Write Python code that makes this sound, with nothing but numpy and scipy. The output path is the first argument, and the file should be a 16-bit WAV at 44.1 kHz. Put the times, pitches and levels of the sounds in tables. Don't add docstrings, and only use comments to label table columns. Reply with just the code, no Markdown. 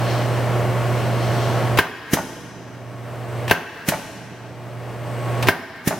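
import sys
import numpy as np
from scipy import signal
from scipy.fft import rfft, irfft, next_fast_len
from scipy.io import wavfile
from scipy.ndimage import uniform_filter1d, map_coordinates

SR = 44100
rng = np.random.default_rng(int(sys.argv[2]) if len(sys.argv) > 2 else 0)


def to_wav(s):
    ch = np.atleast_2d(s).T
    pcm = np.round(np.clip(ch, -1, 1) * 32767)
    wavfile.write(sys.argv[1], SR, pcm.astype(np.int16))


N = 264159
TIME = np.arange(N) / SR
AGE = np.arange(SR) / SR

# pitch_hz, level_db
HISS_COLOUR = [(1500, -30), (2700, 1), (3100, 5.5), (3600, -1.5), (4250, 3), (4900, -5), (5500, -0.5),
               (6400, -7), (7600, -15), (16000, -20)]
# peak_s, level_db
HISS_SWELLS = [(.11, -35.5), (1.0, -42), (1.24, -39), (1.43, -36)]
# pitch_hz, level_db
ROAR_COLOUR = [(25, -22), (48, -11), (62, -8), (110, 2.5), (270, -2.5), (370, -0.5), (630, 1), (1000, -6),
               (1800, -10.5), (2900, -17.5), (3600, -23), (6000, -27.5), (7600, -30), (16000, -33)]
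# multiple_of_hum_pitch, level_db
HUM_TONES = [(1, -22), (3, -37), (4, -45), (5, -36.5)]
# pitch_hz, level_db
WHINE_TONES = [(175, -47.5), (221, -45), (394, -49), (436, -65), (689, -39), (1103.5, -40), (2206, -53.5),
               (2848, -54), (3311, -58.5), (7821, -60), (8182, -58)]
# pitch_hz, level_db
GEAR_COLOUR = [(50, -45), (150, -6), (400, -10), (800, -12), (1350, 1), (1620, -7), (1800, 6.5), (2100, -5),
               (2650, -16), (3150, -17), (3900, -13.5), (6000, -25), (9000, -28), (16000, -25)]
# pitch_hz, level_db
PUFF_COLOUR = [(100, -0.5), (600, 8), (1000, -1), (1800, 4), (3000, -1.5), (4500, -6), (6000, -1),
               (8000, -6.5), (11300, -1.5), (16000, -6.5)]
# pitch_hz, level_db
DRAIN_COLOUR = [(300, 13), (1000, 7.5), (2500, 0.5), (4000, -3), (5900, -2), (7800, -5.5), (11300, -6),
                (16000, -16)]
# pitch_hz, level_db, fade_s
THUMP_TONES = [(178, 0.5, 0.029), (76, -21, 0.038), (255, -2, 0.023)]
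# pitch_hz, level_db, fade_s
KNOCK_TONES = [(586, -4.5, 0.13), (658, 2, 0.09), (800, -13, 0.13), (882, -4.5, 0.088), (1035, -9, 0.08),
               (1447, -14, 0.12)]
# pitch_hz, level_db
KNOCK_COLOUR = [(100, -15), (400, 0.5), (800, 6.5), (1500, 0.5), (2300, -4.5), (3500, -27), (8000, -40),
                (16000, -25)]
# start_s, level_db
LINKAGE_TICKS = [(3.479, -17), (5.4254, -15)]
# pitch_hz, level_db
TICK_COLOUR = [(150, 3), (600, -7), (2800, 1), (4200, -8.5), (7000, -16.5), (16000, -17)]
# pitch_hz, level_db
CRACK_COLOUR = [(200, -11.5), (700, 0.5), (1500, -5.5), (2900, -3), (3800, -13.5), (5600, -15),
                (7700, -22.5), (11500, -16), (16000, -15.5)]
# pitch_hz, level_db, fade_s
FRAME_TONES = [(94, -12, 0.073), (162.3, -17, 0.1), (248, -10.5, 0.045), (402, -5.5, 0.038),
               (664, -14, 0.072), (1002, -6.5, 0.06), (1830, -11.5, 0.059), (2152, -12.5, 0.047),
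               (2430, -5, 0.016), (2710, -17.5, 0.026)]
# pitch_hz, level_db, fade_s
BOLSTER_TONES = [(1003, -17, 0.098), (1567, -2, 0.048), (1664, -14.5, 0.1)]
# clutch_s, brake_s, slam_db, thump_db
STROKES = [(1.7878, 2.133, 28, 26.5), (3.511, 3.8845, 30.5, 23), (5.4859, 5.873, 32, 27.5)]
# pitch_hz, fade_s
HOUSING_FADES = [(100, 0.29), (1000, 0.3), (2500, 0.24), (6000, 0.26), (15000, 0.11)]
# pitch_hz, fade_s
HALL_FADES = [(100, 2.78), (1000, 1.9), (5500, 1.58), (10000, 0.78), (15000, 0.41)]
# pitch_hz, level_db
ECHO_COLOUR = [(60, -11), (200, -1.5), (450, -3), (900, -2), (1600, -2.5), (3000, 0), (6000, 0.5),
               (16000, 1.5)]
# pitch_hz, likeness (1 is the same)
STEREO_LIKENESS = [(30, 0.27), (80, 0.92), (1000, 0.94), (2200, 0.87), (4500, 0.76), (9000, 0.31),
                   (15000, 0.061)]
# pitch_hz, left_minus_right_db
BACKGROUND_BALANCE = [(60, -2.5), (120, -2.7), (380, -1), (1290, .5), (4400, 2), (8100, 4), (12000, -1),
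                      (15000, -.5)]
# pitch_hz, left_minus_right_db
PRESS_BALANCE = [(60, -2), (110, -4), (200, -3.5), (380, -2.0), (700, 0.5), (1290, 0.5), (2380, 1.5),
                 (4400, 1.5), (8120, 4), (15000, -3)]

HUM_HZ, CASING_HZ, TOP_HZ = 120, 1664, 16000
HISS_FLOOR_DB, HISS_RISE_DB_PER_S, HISS_FALL_DB_PER_S = -60, 77, 38
AIR_DB = 19
SLACK_S, KNOCK_DB, REBOUND_S, REBOUND_LOSS_DB = 0.0345, 8, 0.016, 2


def amp(db):
    return 10 ** (np.asarray(db) / 20)


def look_up(table, hz):
    pitches, values = np.transpose(table)
    return np.interp(np.log(hz + 1), np.log(pitches), values)


def wobble(rate):
    return map_coordinates(rng.standard_normal(int(N * rate / SR) + 4), [TIME * rate])


def filtered(x, gain_at):
    size = x.shape[-1]
    padded = next_fast_len(size + 8192)
    return irfft(rfft(x, padded) * gain_at(np.fft.rfftfreq(padded, 1 / SR)), padded)[..., :size]


def noise(colour, size):
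    def gain_at(hz):
        spread = np.arccos(np.clip(look_up(STEREO_LIKENESS, hz), -1, 1)) / 2
        return amp(look_up(colour, hz)) * [np.cos(spread), np.sin(spread)]
    middle, side = filtered(rng.standard_normal((2, size)), gain_at)
    stereo = np.array([middle + side, middle - side])
    return stereo / np.sqrt(np.mean(stereo ** 2) + 1e-20)


def placed(x, balance):
    return filtered(x, lambda hz: amp(np.outer([0.5, -0.5], look_up(balance, hz))))


def fade(fade_s, rise_s):
    return np.exp(-np.log(1000) * AGE / fade_s) * (1 - np.exp(-(AGE / rise_s) ** 2))


def burst(colour, fade_s, rise_s):
    return noise(colour, len(AGE)) * fade(fade_s, rise_s)


def ring(tones, rise_s):
    strengths = amp(0.5 * rng.standard_normal(len(tones)))
    return sum((-1) ** (k + 1) * strengths[k] * amp(db) * fade(fade_s, rise_s)
               * np.sin(2 * np.pi * hz * AGE) for k, (hz, db, fade_s) in enumerate(tones))


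def add(track, start_s, sound):
    part = track[:, round(start_s * SR):][:, :len(AGE)]
    part += sound[..., :part.shape[1]]


def echo(x, fades, rise_s):
    hz, t, spectrum = signal.stft(noise(ECHO_COLOUR, SR), SR, nperseg=256)
    shape = np.exp(-np.log(1000) * t / look_up(fades, hz)[:, None]) * (1 - np.exp(-t / rise_s))
    _, tail = signal.istft(spectrum * shape, SR, nperseg=256)
    return signal.fftconvolve(x, tail / np.linalg.norm(tail[0]), axes=1)[:, :N]


def far_hiss():
    swells_db = [db - np.maximum(HISS_RISE_DB_PER_S * (peak_s - TIME),
                                 HISS_FALL_DB_PER_S * (TIME - peak_s)) for peak_s, db in HISS_SWELLS]
    power = amp(HISS_FLOOR_DB) ** 2 + np.sum(amp(swells_db) ** 2, axis=0)
    return noise(HISS_COLOUR, N) * np.sqrt(power)


def idling_drive():
    lead_rad = np.array([[0.25], [-0.25]])
    hum = sum(amp(db) * np.sin(2 * np.pi * (multiple * HUM_HZ * TIME + rng.random()) + lead_rad)
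              for multiple, db in HUM_TONES)
    hum *= amp(0.4 * wobble(5.4))
    whine = sum(amp(db + 1.9 * wobble(5.64)) * np.sin(2 * np.pi * hz * TIME + 0.86 * wobble(8))
                for hz, db in WHINE_TONES)
    roar = noise(ROAR_COLOUR, N) * amp(-24.5 + 0.51 * wobble(11))
    return np.sqrt(2) * (hum + whine) + roar


def gears():
    running = sum(np.clip((TIME - clutch_s) / 0.024, 0, 1)
                  * np.exp(-np.maximum(TIME - brake_s, 0) / 0.034) for clutch_s, brake_s, _, _ in STROKES)
    phase = 2 * np.pi * CASING_HZ * TIME
    casing = amp(-21) * (wobble(110) * np.sin(phase) + wobble(110) * np.cos(phase))
    grind = amp(-14.5 + 2.3 * wobble(30)) * noise(GEAR_COLOUR, N)
    return running * (casing + grind)


def brake():
    track = np.zeros((2, N))
    for _, brake_s, _, thump_db in STROKES:
        opening = burst(PUFF_COLOUR, fade_s=0.076, rise_s=0.00082)[:, ::-1]
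        add(track, brake_s + 0.003 - AGE[-1], amp(AIR_DB - 13.5) * opening)
        add(track, brake_s, amp(AIR_DB) * burst(PUFF_COLOUR, fade_s=0.068, rise_s=0.0031))
        add(track, brake_s, amp(thump_db) * ring(THUMP_TONES, rise_s=0.0019))
        add(track, brake_s, amp(AIR_DB - 24.5) * burst(DRAIN_COLOUR, fade_s=0.94, rise_s=0.0065))
        for bounce in range(2):
            clack = amp(-2) * burst(KNOCK_COLOUR, fade_s=0.087, rise_s=0.00028)
            knock = clack + ring(KNOCK_TONES, rise_s=0.0019)
            knock_s = brake_s + SLACK_S + bounce * REBOUND_S
            add(track, knock_s, amp(KNOCK_DB - bounce * REBOUND_LOSS_DB) * knock)
    return track


def clutch():
    track = np.zeros((2, N))
    for start_s, level_db in LINKAGE_TICKS:
        add(track, start_s, amp(level_db) * burst(TICK_COLOUR, fade_s=0.074, rise_s=0.00048))
    for clutch_s, _, slam_db, _ in STROKES:
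        valve_tick = amp(-17) * burst(TICK_COLOUR, fade_s=0.14, rise_s=0.00034)
        add(track, clutch_s - 0.015, valve_tick)
        crack = amp(-7) * burst(CRACK_COLOUR, fade_s=0.08, rise_s=0.0015)
        add(track, clutch_s - 0.0006, amp(slam_db) * (crack + ring(FRAME_TONES, rise_s=0.0013)))
        add(track, clutch_s + 0.00347, amp(slam_db) * ring(BOLSTER_TONES, rise_s=0.00069))
        rattle = amp(-20) * burst(KNOCK_COLOUR, fade_s=0.36, rise_s=0.025)
        flutter = amp(1.1 * wobble(176)[:len(AGE)])
        add(track, clutch_s + 0.0042, amp(slam_db) * rattle * flutter)
    return track


def scene():
    bass_cut = signal.butter(1, 55, "highpass", fs=SR)
    blows = signal.lfilter(*bass_cut, clutch() + brake())
    housing = amp(-12) * echo(blows, HOUSING_FADES, rise_s=0.015)
    hall = amp(-16) * echo(blows, HALL_FADES, rise_s=0.02)
    press = placed(blows + housing + hall + gears(), PRESS_BALANCE)
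    return press + placed(idling_drive() + far_hiss(), BACKGROUND_BALANCE)


def gain_control(x, limit_db, recover_db_per_s, treble_weight):
    treble = treble_weight * np.diff(x, prepend=0)
    power = np.mean(x ** 2 + treble ** 2, axis=0)
    smooth_power = signal.lfilter(np.ones(140) / 140, 1, power)
    excess_db = np.maximum(10 * np.log10(smooth_power + 1e-12) - limit_db, 0)
    recovery_db = recover_db_per_s * TIME
    cut_db = np.maximum.accumulate(excess_db + recovery_db) - recovery_db
    return x * amp(-uniform_filter1d(cut_db, size=50, origin=-20))


def record(dry):
    ducked = gain_control(dry, limit_db=-4.5, recover_db_per_s=16.5, treble_weight=2.12)
    rounded = ducked / (1 + ducked ** 6) ** (1 / 6)
    return filtered(rounded, lambda hz: hz < TOP_HZ)


dry = scene()
out = record(dry)
to_wav(out)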